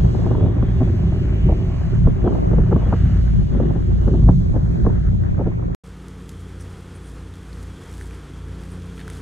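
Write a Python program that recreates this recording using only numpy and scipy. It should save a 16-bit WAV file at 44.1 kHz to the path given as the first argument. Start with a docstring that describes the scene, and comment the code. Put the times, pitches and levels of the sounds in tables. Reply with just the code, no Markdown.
"""Outdoors in the grass on a breezy day, heard by a phone with two microphone ports, then on a path.
In the grass, shaped noise makes the rumble, wash and buffets of wind; far hiss, gliding bird whistles and
the low notes of two distant engines lie behind. After a hard cut and a short silence comes the path, in mono:
engine notes of nearly equal pitch throb together over soft noise and a thin band of insects. Short noise
bursts and knocks make sandals click and scuff on asphalt, and shaken resonances make something small jingle."""
import sys
import numpy as np
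from scipy import signal
from scipy.fft import rfft, irfft, next_fast_len
from scipy.io import wavfile
from scipy.ndimage import uniform_filter1d

SR = 44100
rng = np.random.default_rng(int(sys.argv[2]) if len(sys.argv) > 2 else 0)


def master_out(mix):
    """Clip the mix to full scale and print it as 16-bit PCM to the path in sys.argv[1]."""
    frames = np.transpose(np.atleast_2d(mix))
    ceiling = np.clip(frames, -1, 1)
    pcm = np.round(ceiling * 32767).astype(np.int16)
    wavfile.write(sys.argv[1], SR, pcm)


N = 406161
TIME = np.arange(N) / SR  # s
SIZE = next_fast_len(N)
HZ = np.arange(SIZE // 2 + 1) * SR / SIZE + 1e-3  # just above zero, so that the logarithm exists
LOG_HZ = np.log(HZ)
CUT_S, RESUME_S = 5.7484, 5.836  # the grass stops, the path starts
LEFT_RIGHT = np.array([[1], [-1]])  # opposite signs on the two ports


def undb(db):
    """Turn decibels into a plain gain."""
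    return 10 ** (np.asarray(db) / 20)


def curves(table):
    """Draw straight lines through each column of a table, over the times in its first column."""
    s, *columns = np.transpose(table)
    return [np.interp(TIME, s, column) for column in columns]


def walk(rate):
    """Random levels held for 1 / rate seconds, then smoothed twice into a wandering line; spread near 1."""
    hold = int(SR / rate)
    steps = np.repeat(rng.standard_normal(N // hold + 1), hold)
    return 1.289 * uniform_filter1d(uniform_filter1d(steps, hold), hold)[:N]


def shape(x, gain):
    """Filter x by a gain on HZ; white noise of rms 1 keeps rms 1."""
    even_gain = gain / np.sqrt(np.mean(abs(gain) ** 2))
    return irfft(rfft(x, SIZE) * even_gain, SIZE)[:N]


def colour(x, points):
    """Give x the tone of a spectrum; only the differences between its levels matter."""
    hz, db = np.transpose(points)
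    return shape(x, undb(np.interp(LOG_HZ, np.log(hz), db, left=-120, right=-120)))


def gusty(points, rate, patchy_db):
    """Coloured noise whose source swells and flickers; rms 1."""
    level_db = patchy_db * (walk(rate) + 0.87 * walk(4 * rate))
    x = colour(rng.standard_normal(N) * undb(level_db), points)
    return x / np.std(x)


def eddies(points, rate, spread_db, bed_db):
    """Short puffs of noise, uneven in size, over a steadier stream, like small eddies breaking; rms 1."""
    hits = (rng.random(N) < rate / SR) * undb(spread_db * rng.exponential(size=N))  # rate: puffs per second
    puffs = uniform_filter1d(uniform_filter1d(hits, 150), 100)
    strength = (puffs / np.std(puffs) + undb(bed_db)) * undb(2 * walk(8.8))
    x = colour(strength * rng.standard_normal(N), points)
    return x / np.std(x)


def bursts(times, db, lengths, rise=1.):
    """Envelope of sharp bumps that grow over rise x length and die away over the length."""
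    env = np.zeros(N)
    for s, gain, length in zip(times, undb(db), np.maximum(lengths, 5e-4)):
        near = slice(max(int((s - .1) * SR), 0), int((s + 0.14) * SR))
        t = TIME[near] - s
        env[near] += gain * np.exp(np.where(t < 0, t / rise, -t) / length)
    return env


def bumps(table):
    """Sum of smooth bell shapes from rows of time (s), height and length (s)."""
    s, height, length = np.transpose(table)[:, :, None]
    coarse = TIME[::32]  # smooth enough to draw on fewer points
    bells = np.sum(height * np.exp(-((coarse - s) / length) ** 2), axis=0)
    return np.interp(TIME, coarse, bells)


CANCEL_S = 7.82  # all engine cycles pass zero here, so notes of opposite sign oppose each other


def engine(hz, orders, drift, wobble_db):
    """Steady notes on multiples of a slowly drifting cycle; each note wavers on its way through the air."""
    turns = np.cumsum(hz * (1 + drift * walk(1.5))) / SR
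    turns = turns - turns[int(CANCEL_S * SR)]
    notes = 0
    for multiple, db in orders:
        loudness = np.sqrt(2) * undb(db + wobble_db * walk(4))
        notes = notes + loudness * np.sin(2 * np.pi * multiple * turns)
    return notes


# High far hiss, tone: f/Hz, level/dB
HIGH_HISS_TONE = [(3500, -22), (3900, -1), (4600, 0), (5500, -5), (6800, -6), (7900, -14), (8700, -10),
                  (9400, -17), (11000, -20), (15500, -27)]
# High far hiss, loudness: t/s, level/dB
HIGH_HISS_LEVEL = [(0, -54), (.5, -59), (1.5, -56), (2.3, -58.5), (2.75, -58.5), (3, -56), (3.3, -58.5),
                   (4.2, -57.5), (4.6, -59), (5.2, -61.5), (5.75, -65.5)]
# How the high hiss meets the two ports: f/Hz, phase by which left leads/rad, share common to both/0-1
HISS_PORTS = [(3300, 1.3, .7), (3800, 1.7, .8), (4800, 3.14, .99), (5900, 4.75, .9), (6950, 6.28, .97),
              (8000, 7.8, .85), (9100, 9.42, .99), (10000, 10.7, .8), (15600, 18.9, .9)]


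def high_hiss():
    """Far hiss: one part reaches the left port early, the rest is unrelated on the two ports."""
    hz, lead, share = np.transpose(HISS_PORTS)
    lead = np.interp(HZ, hz, lead)
    share = np.clip(np.interp(HZ, hz, share), 0, 1)
    swell = undb(1.1 * walk(7))
    common, left, right = (rfft(swell * rng.standard_normal(N), SIZE) for _ in range(3))
    turn, apart = np.exp(.5j * lead), np.sqrt(1 - share ** 2)
    left_spectrum = share * turn * common + apart * left
    right_spectrum = share / turn * common + apart * right
    ports = irfft(np.array([left_spectrum, right_spectrum]), SIZE)[:, :N]
    return undb(curves(HIGH_HISS_LEVEL)[0]) * np.array([colour(x, HIGH_HISS_TONE) for x in ports])


# Three lower bands of far hiss, tone of each: f/Hz, level/dB
TURNING_TONES = [
    [(1400, -25), (1800, -2), (2200, 0), (2600, -3), (2750, -20)],
    [(2550, -20), (2750, 0), (3050, 0), (3250, -20)],
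    [(3050, -20), (3250, 0), (3700, -4), (4100, -25)],
]
# Their changing direction as the phone turns, one list per band:
# t/s, level/dB, phase by which left leads/rad, share common to both ports/0-1
TURNING_PATHS = [
    [(0, -54, 2.7, 0.8), (1.2, -52.5, 2.6, 0.7), (2, -54, .5, 0.45), (2.6, -55.5, 2.2, .5),
     (3, -52.5, 1, 0.56), (3.5, -56, 1.7, 0.53), (4.1, -55.5, 3.1, 0.88), (4.7, -56.5, 2.4, 1),
     (5.75, -58, 3.1, 0.79)],
    [(0, -56, 2.7, 0.83), (.7, -61, 2.2, 0.85), (1.2, -52, 3.5, 0.88), (2.1, -55, 3.2, 0.92),
     (2.6, -62, 4.1, .5), (3, -56, 6.6, .6), (3.5, -64.5, 6, 0.43), (4.1, -60, 4.3, 0.87),
     (4.7, -61.5, 3.35, 0.98), (5.75, -64.5, 3.5, 0.8)],
    [(0, -60, 1.1, 1), (.7, -60, 1.4, 0.9), (1.2, -59, 2.75, 0.9), (2.1, -61, 2, 0.8), (2.6, -63.5, 2, 0.5),
     (3, -60.5, 1, .75), (3.5, -62, 1.1, .8), (4.1, -63.5, .6, .7), (4.7, -65.5, .8, 0.6),
     (5.75, -67, 1.5, .7)],
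]


def turning_hiss(points, table):
    """A band of hiss whose lead on the left port and likeness on both move in time."""
    db, lead, share = curves(table)
    share = np.clip(share, 0, 1)
    common, left, right = (gusty(points, rate=5.1, patchy_db=2.0) for _ in range(3))
    quarter_late = shape(common, np.full(len(HZ), -1j))  # the same band a quarter turn late
    across, along = quarter_late * np.sin(lead / 2), common * np.cos(lead / 2)
    apart = np.sqrt(1 - share ** 2)
    left_port = share * (along - across) + apart * left
    right_port = share * (along + across) + apart * right
    return undb(db) * np.array([left_port, right_port])


# Faint far bird notes: t/s, start f/Hz, end f/Hz, length/s, level/dB
CHIRPS = [(.02, 3370, 3180, .04, -59), (.08, 3330, 3200, .07, -61), (.22, 3290, 3320, .08, -62),
          (.3, 2920, 2780, .05, -61), (.37, 3300, 3340, .07, -62), (.46, 3330, 3310, .09, -65),
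          (.685, 3150, 3330, .06, -59), (.79, 2780, 2770, .05, -59), (.83, 2800, 2850, .05, -66),
          (.91, 2720, 2780, .06, -65), (2.28, 3370, 3050, .07, -59), (2.86, 3340, 3200, .07, -60),
          (2.91, 2880, 2720, .07, -62), (2.97, 2720, 2950, .05, -61), (3.13, 2820, 2760, .06, -62)]


def chirps():
    """Bird notes: gliding whistles, slightly hoarse from a wavering pitch, that come from one side."""
    out = np.zeros((2, N))
    waver = np.cumsum(35 * walk(60)) / SR  # a pitch spread near 35 Hz, as turns
    lead = 1 / 2 * LEFT_RIGHT  # the left port leads by 1 radian
    for s, start_hz, end_hz, length, db in CHIRPS:
        near = slice(max(int((s - length) * SR), 0), int((s + length) * SR))
        t = TIME[near] - s
        glide = (start_hz + end_hz) / 2 * t + (end_hz - start_hz) / length * t ** 2 / 2
        loudness = np.sqrt(2) * undb(db) * np.exp(-(2 * t / length) ** 2)
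        out[:, near] += loudness * np.sin(2 * np.pi * (glide + waver[near]) + lead)
    return out


GRASS_HZ = 28.25  # middle of the drifting engine cycle
# Engine notes in the grass: multiple of the cycle, level/dB before the swell
GRASS_NOTES = [(2, -24.5), (3.15, -28), (4, -27), (4.45, -36), (6, -34.5)]


def grass_engines(rumble_db):
    """Low notes of the distant engines, swelling along with the rumble."""
    swell_db = rumble_db - np.mean(rumble_db[TIME < CUT_S])
    return undb(swell_db) * engine(GRASS_HZ, GRASS_NOTES, drift=0.011946, wobble_db=3.5)


# Deep wind rumble, tone: f/Hz, level/dB
RUMBLE_TONE = [(15, -32), (28, -4), (55, 1), (100, -3.5), (170, -5), (240, -20), (400, -39.5)]


def rumble(rumble_db):
    """Deep rumble of the wind: low noise that swells slowly."""
    return undb(rumble_db) * gusty(RUMBLE_TONE, rate=6, patchy_db=2.0)


# Wind that pushes the ports in opposite ways: t/s, rumble level/dB, flutter level/dB
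CROSS_LEVELS = [(0, -26.5, -31), (.3, -25.5, -27.5), (.9, -29, -34.5), (1.2, -31.5, -36.5), (1.4, -30, -33),
                (1.7, -32.5, -36.5), (2, -20.5, -30), (2.5, -25, -28), (3, -31, -37.5), (3.4, -19, -28.5),
                (3.75, -27, -31), (4, -20, -29.5), (4.2, -25, -31.5), (4.4, -21, -30.5), (5.2, -23, -30.5),
                (5.75, -29, -34.5)]
# Its rumble, tone: f/Hz, level/dB
CROSS_RUMBLE_TONE = [(15, -43.5), (25, -3.5), (55, -0.5), (170, 4.5), (260, -10.5), (400, -36)]
# Its flutter, tone: f/Hz, level/dB
FLUTTER_TONE = [(150, -9), (260, 1.5), (320, -2), (375, 0), (420, -4), (800, -14), (1500, -25), (2200, -47)]


def crosswind():
    """Wind across the phone: rumble and flutter of opposite sign on the two ports."""
    rumble_db, flutter_db = curves(CROSS_LEVELS)
    push = undb(rumble_db) * gusty(CROSS_RUMBLE_TONE, rate=17, patchy_db=2.0)
    push += undb(flutter_db) * eddies(FLUTTER_TONE, rate=110, spread_db=0.5, bed_db=4.0)
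    return push * LEFT_RIGHT


# Wash of the wind in three bands, tone of each: f/Hz, level/dB
LOW_WASH_TONE = [(150, -5), (230, 3.5), (310, -2), (370, 5), (400, -0.5), (430, -9.5), (600, -19.5),
                 (800, -38)]
HIGH_WASH_TONE = [(400, -20.5), (600, 1.5), (900, -8.5), (1150, -8.5), (1400, -26)]
TOP_WASH_TONE = [(1000, -20), (1250, -0.5), (1700, -1), (2000, -7.5), (2600, -34.5)]
# Loudness of the top band: t/s, level/dB
TOP_WASH_LEVEL = [(0, -50.5), (.6, -50.5), (1.2, -50.5), (1.8, -53), (2.4, -51.5), (3, -49.5), (3.5, -51),
                  (4, -55), (4.5, -56.5), (5, -50.5), (5.45, -53), (5.75, -54.5)]
# Brief dips set in the level of the noise: t/s, depth/dB, length/s
DIPS = [(2.01, 9, 0.035), (2.12, 4, 0.016), (3.237, 17, 0.019), (3.33, 16, .018), (3.375, 9.5, 0.014),
        (3.465, 16, 0.04), (3.86, 7.5, 0.038), (3.96, 6, 0.025), (4.372, 20, 0.032), (4.5, 6.5, 0.027),
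        (4.63, 1.5, .03), (5.018, 11, 0.029), (5.151, 24, 0.061), (5.328, 23, 0.031), (5.578, 15, 0.03),
        (5.676, 9, 0.029)]
LOW_DIP_SHARE, TOP_DIP_SHARE = 0.55, 0.62  # share of the dip depth that these bands take


def wash(low_db, high_db, stir):
    """Wash of the wind: small eddies break on the port in three bands; buffets stir up the lowest."""
    dip_db = bumps(DIPS)
    top_db = curves(TOP_WASH_LEVEL)[0]
    low_gain = stir * undb(low_db - LOW_DIP_SHARE * dip_db)
    out = low_gain * eddies(LOW_WASH_TONE, rate=120, spread_db=4.0, bed_db=1.5)
    out += undb(high_db - dip_db) * eddies(HIGH_WASH_TONE, rate=100, spread_db=2.0, bed_db=8.5)
    top_gain = undb(top_db - TOP_DIP_SHARE * dip_db)
    return out + top_gain * eddies(TOP_WASH_TONE, rate=110, spread_db=2.5, bed_db=11.5)


# Large buffets on the phone: t/s, level/dB, treble level relative to it/dB
BUFFETS = [(.05, -26.5, -18.5), (.151, -25.5, -5.5), (.196, -26, -16.5), (.24, -27.5, -15.5),
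           (.265, -17, -9.5), (.316, -15, -12.5), (.354, -21.5, -6.5), (.384, -23.5, -14),
           (.41, -22.5, -8.5), (.431, -21.5, -16), (.448, -24, -18), (.464, -21.5, -18),
           (.489, -26.5, -12.5), (.57, -23, -24), (.593, -29, -18), (.629, -20.5, -7.5), (.69, -28, -12.5),
           (.811, -17.5, -16.5), (.823, -18.5, -17), (.876, -24.5, -21), (1.125, -25.5, -15.5),
           (1.495, -13.5, -19), (1.526, -17, -19.5), (2.076, -13.5, -14.5), (2.246, -19.5, -17),
           (2.265, -18, -8.5), (2.279, -13.5, -10), (2.327, -26, -9), (2.355, -19, -12.5),
           (2.385, -25, -14), (2.516, -24, -16.5), (2.537, -18, -17.5), (2.588, -16, -14.5),
           (2.719, -21, -5.5), (2.729, -17, -3.5), (2.765, -16, -8), (2.83, -25.5, -15.5),
           (2.866, -26.5, -10.5), (2.887, -26.5, -13), (2.931, -19, 1.5), (2.941, -25.5, 1.5),
           (3.554, -24, -12.5), (3.602, -15.5, -15), (3.635, -23, -19.5), (3.707, -24, -21.5),
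           (3.765, -22.5, -18.5), (4.082, -16, -13.5), (4.142, -20, -13.5), (4.292, -10, -8),
           (4.545, -24.5, -16), (4.564, -19, -14), (4.853, -24.5, -12), (4.87, -13, -6.5),
           (4.902, -27, -11), (5.383, -33.5, -7.5), (5.397, -20.5, -19), (5.416, -20.5, -12.5),
           (5.472, -16, -16.5), (5.6, -38.5, 0), (5.628, -32.5, -7.5), (5.705, -36.5, -8)]
# Body, ragged middle and treble of a buffet, tone of each: f/Hz, level/dB
BODY_TONE = [(60, -13), (200, 4.5), (450, -2.5), (900, -19), (1500, -42.5)]
RAG_TONE = [(350, -11.5), (550, 3.5), (800, -2.5), (1200, -16.5), (1800, -30)]
TREBLE_TONE = [(500, 0), (900, 3.5), (1300, -2), (1900, -22.5), (2600, -38)]
BODY_S, RAG_S, TREBLE_S = 0.01, 0.009, 0.0027  # decays
TREBLE_LEAD_S, RAG_DB = 0.0023, -14  # the treble comes first; the rag lies under the buffet level
KICK, SUCK, SUCK_S = 0.39, 0.29, 0.0028  # opening snap and pull, as shares of a buffet; length of the pull
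SMALL_PER_S, SMALL_DB = 4, -36  # small buffets: number per second, level of the loudest
HEAVE, HEAVE_S = 1.9, 0.014  # lift of the rumble: gain per unit of buffet size, length
STIR, STIR_S = 3.9, 0.016  # lift of the low wash: gain per unit of buffet size, length


def buffets():
    """Blows of wind snap and pull the membrane; also returns how much they lift rumble and low wash."""
    small = rng.random((int(SMALL_PER_S * CUT_S), 3))
    small = small * [CUT_S, -8, -10] + [0, SMALL_DB, -6]  # random time, level and treble
    s, db, treble_db = np.vstack([BUFFETS, small]).T
    same = np.ones(len(s))
    early_s, treble_db = s - TREBLE_LEAD_S, db + treble_db
    body = rng.standard_normal(N) * bursts(s, db, BODY_S * same, rise=0.57)
    pull = SUCK * bursts(s, db, SUCK_S * same)
    treble = rng.standard_normal(N) * bursts(early_s, treble_db, TREBLE_S * same, rise=0.86)
    snap = KICK * bursts(early_s, treble_db, 0 * same)  # as short as bursts allows
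    rag_level = bursts(s, db + RAG_DB, RAG_S * same, rise=0.64)
    blows = colour(body - pull, BODY_TONE) + colour(treble - snap, TREBLE_TONE)
    blows += rag_level * eddies(RAG_TONE, rate=170, spread_db=2.5, bed_db=1.5)
    heave = 1 + HEAVE * bursts(s, db, HEAVE_S * same)
    stir = 1 + STIR * bursts(s, db, STIR_S * same)
    return blows, heave, stir


# The breeze, the same on both ports: t/s, rumble level/dB, low wash level/dB, high wash level/dB
BREEZE = [(0, -18.5, -32.5, -43), (.35, -19, -29.5, -42.5), (.8, -19.5, -33, -47.5), (1.1, -18, -34, -45),
          (1.35, -19, -27.5, -43), (1.75, -17.5, -34, -42), (2.05, -17.5, -41, -45), (2.3, -17, -29, -42.5),
          (2.65, -16, -35.5, -45), (2.85, -17.5, -40.5, -41.5), (3.15, -15.5, -34, -45.5),
          (3.4, -17.5, -38, -49.5), (3.66, -16, -30.5, -46), (3.95, -17.5, -32.5, -51),
          (4.17, -17.5, -30, -47.5), (4.45, -17, -39.5, -51), (4.75, -19.5, -34, -50),
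          (5.1, -18.5, -35, -49.5), (5.4, -19.5, -31.5, -49), (5.55, -21, -36, -49),
          (5.75, -23.5, -39, -52)]


def grass():
    """In the grass: hiss and birds behind, crosswind in opposition, engines and wind in the middle."""
    rumble_db, low_db, high_db = curves(BREEZE)
    blows, heave, stir = buffets()
    behind = sum(map(turning_hiss, TURNING_TONES, TURNING_PATHS)) + high_hiss() + chirps()
    deep = heave * (rumble(rumble_db) + grass_engines(rumble_db))
    middle = deep + wash(low_db, high_db, stir) + blows
    return behind + crosswind() + middle


# Background on the path, tone: f/Hz, level/dB
PATH_TONE = [(15, -37), (30, 3.5), (48, 2.5), (72, 4.5), (106, 7), (128, -0.5), (250, -0.5), (470, -2),
             (575, -14), (1300, -10.5), (2500, -19.5), (4500, -25.5), (9300, -29.5), (11000, -35),
             (15500, -50)]
PATH_DB, PATH_RISE_DB_S = -44, 0.64  # level where the path starts, slow growth in dB per second


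def path_background():
    """Wide, gently swelling noise that grows slowly."""
    level_db = PATH_DB + PATH_RISE_DB_S * (TIME - RESUME_S)
    return undb(level_db) * gusty(PATH_TONE, rate=7.3, patchy_db=0.92)


# Thin band of insects, tone: f/Hz, level/dB
INSECT_TONE = [(2800, -16), (3100, -8), (3270, 0), (3450, -4), (3650, -10), (3900, -28)]
# Loudness of the insects: t/s, level/dB
INSECT_LEVEL = [(5.84, -68), (6.2, -65), (6.5, -65), (7.3, -66), (7.55, -67), (7.75, -63), (8.06, -61.5),
                (8.3, -64.5), (8.75, -64.5), (9.1, -59), (9.21, -61)]


def insects():
    """Far insects: a thin, flickering band of noise."""
    return undb(curves(INSECT_LEVEL)[0]) * gusty(INSECT_TONE, rate=9, patchy_db=1.5)


# Swell of the engines on the path: t/s, slow engine level/dB, quick engine level/dB
SWELL = [(5.84, -4, -2.5), (6.5, -2.5, 2.5), (6.9, -5.5, -1), (7.4, -3, -3.5), (7.9, -3, -1),
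         (8.3, -0.5, -2.5), (8.8, -2, 4.5), (9.21, 1.5, 1.5)]
# Firing cycles: t/s, slow engine f/Hz, quick engine f/Hz
PACE = [(5.84, 28.62, 30.2), (6.6, 28.7, 30.1), (7.2, 28.87, 29.85), (8.2, 28.87, 29.7),
        (8.6, 28.62, 29.65), (9.21, 28.7, 29.75)]
# Notes of the slow and of the quick engine: multiple of the firing cycle, level/dB before the swell
SLOW_NOTES = [(1, -73), (2, -37), (3, -46), (5, -43), (6, -52), (7, -56.5), (8, -65), (10, -59.5),
              (11, -56.5)]
QUICK_NOTES = [(3, -42), (6, -46.5), (9, -54.5), (12, -58.5), (15, -57.5), (18, -64.5)]
LOW_NOTE_HZ, LOW_NOTE_DB = 55.5, -42  # a lower note that beats with the slow engine
LOW_NOTE_SWELL_S = 1.  # it is loudest at CANCEL_S and fades on both sides


def path_engines():
    """Two engines and a low note; notes close in pitch drift in and out of step, which makes the throb."""
    slow_db, quick_db = curves(SWELL)
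    slow_hz, quick_hz = curves(PACE)
    slow = undb(slow_db) * engine(slow_hz, SLOW_NOTES, drift=.001, wobble_db=1.2)
    quick = undb(quick_db) * engine(quick_hz, QUICK_NOTES, drift=.003, wobble_db=2.5)
    low = engine(LOW_NOTE_HZ, [(1, LOW_NOTE_DB)], drift=.001, wobble_db=.8)
    low_swell = np.exp(-((TIME - CANCEL_S) / LOW_NOTE_SWELL_S) ** 2)
    return slow - quick - low * low_swell


# Faint jingles: t/s, level/dB, length/s, extra level of the lowest mode/dB
JINGLES = [(6.608, -49, 0.01, 3), (6.962, -50, .014, -14), (7.07, -51.5, 0.022, -8), (8.02, -51, .02, -12),
           (8.72, -53, .015, -12), (9.105, -45, .003, -14), (9.13, -57, .015, -8)]
# Pitches at which the small thing rings: f/Hz, width/Hz, level/dB
JINGLE_MODES = [(5770, 80, 0), (8420, 160, -2), (9270, 70, -1), (10160, 170, -6)]


def jingles():
    """Short shakes of something small ring its modes; the lowest answers each shake by its own amount."""
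    s, db, length, low_db = np.transpose(JINGLES)
    out = 0
    for k, (hz, width, mode_db) in enumerate(JINGLE_MODES):
        shake_db = db + mode_db + low_db * (k == 0)
        shake = rng.standard_normal(N) * bursts(s, shake_db, length)
        resonance = 1 / (1 + 1j * (HZ - hz) / (width / 2))
        out = out + shape(shake, resonance) / 2
    return out


# Scuffs on the asphalt: t/s, level/dB, length/s
SCUFFS = [(5.844, -60, 0.062), (6.306, -57, 0.025), (6.417, -62, 0.031), (6.625, -60, 0.025),
          (6.777, -60.5, 0.12), (7.04, -66, 0.12), (7.838, -72, 0.033), (8, -59, 0.2), (8.634, -60, .1),
          (8.99, -55, 0.035), (9.147, -52.5, 0.06)]
# Grit under scuffs and sandals, tone: f/Hz, level/dB
GRIT_TONE = [(3000, -4), (5500, -2), (9000, 0), (13000, -12), (15800, -20)]
SCUFF_BED_DB = -67  # level of the steady bed under the scuffs


def scuffs():
    """Scuffs on asphalt: gritty puffs of noise that swell and fade over a faint steady bed."""
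    rub = bumps([(s, undb(db), length) for s, db, length in SCUFFS])
    grit = eddies(GRIT_TONE, rate=150, spread_db=2.2, bed_db=6.5)
    return np.hypot(rub, undb(SCUFF_BED_DB)) * grit


# Sandal clicks: t/s, knock level/dB, grit level/dB, knock f/Hz, slap level/dB, knock decay/s
STEPS = [(6.0835, -43, -45, 1300, -49, .0009), (6.2925, -42, -37, 2600, -49, .0009),
         (6.3165, -47, -52, 2000, -52, .0009), (6.623, -47, -47, 2000, -52, .0009),
         (7.3395, -44, -50, 3500, -46, .0009), (7.3554, -47, -47, 1500, -52, .0009),
         (7.5304, -38, -52, 4300, -50, .0005), (7.6286, -49, -45, 4300, -50, .0007),
         (7.9278, -43, -45, 5700, -50, .0009), (7.9395, -45, -47, 3000, -50, .0009),
         (8.012, -30, -45, 1700, -43, .0009), (8.1095, -38, -51, 2400, -44, .0009),
         (8.6354, -45, -48, 2800, -50, .0009), (8.821, -45, -49, 2500, -50, .0009),
         (8.979, -48, -54, 1750, -42, .004), (8.9935, -41, -56, 1620, -40, .003),
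         (9.003, -46, -54, 1500, -42, .003), (9.0125, -42, -56, 1780, -39, .003),
         (9.0795, -27, -40, 1500, -38, .001), (9.1007, -39, -38, 2100, -43, .0009)]
# Slap of the sandal, tone: f/Hz, level/dB
SLAP_TONE = [(800, -18), (1300, 0), (1900, 2), (2400, -6), (4000, -9), (6000, -27)]
SPRAY_S = .0016  # decay of the grit, and shortest decay of the slap


def sandals():
    """Each click is a short dull knock and slap with a spray of grit."""
    s, knock_db, grit_db, knock_hz, slap_db, knock_s = np.transpose(STEPS)
    spray_s = np.full(len(s), SPRAY_S)
    slap_s = np.maximum(spray_s, knock_s)
    grit = colour(rng.standard_normal(N) * bursts(s, grit_db, spray_s, rise=.2), GRIT_TONE)
    slap = colour(rng.standard_normal(N) * bursts(s, slap_db, slap_s, rise=.3), SLAP_TONE)
    nearest = np.searchsorted((s[1:] + s[:-1]) / 2, TIME)  # the nearest click sets the pitch of the knock
    tone = np.sin(2 * np.pi * knock_hz[nearest] * (TIME - s[nearest]))
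    return grit + slap + bursts(s, knock_db, knock_s, rise=0.55) * tone


def path():
    """On the path, in mono: background, insects and engines behind jingles, scuffs and sandals."""
    return path_background() + insects() + path_engines() + jingles() + scuffs() + sandals()


def scene():
    """The grass stops dead; after a short silence the path fades in over a few milliseconds."""
    fade_in = np.clip((TIME - RESUME_S) / 0.0043, 0, 1)
    return grass() * (TIME < CUT_S) + path() * fade_in


TOP_HZ = 15800  # the phone passes little above this


def record(dry):
    """The phone rounds the loudest peaks and cuts the top."""
    soft = np.tanh(.9 * dry) / .9
    sos = signal.ellip(8, .2, 80, TOP_HZ, fs=SR, output="sos")
    settled = signal.sosfilt_zi(sos)[:, None] * soft[None, :, :1]  # starts without a click
    return signal.sosfilt(sos, soft, zi=settled)[0]


dry = scene()
out = record(dry)
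master_out(out)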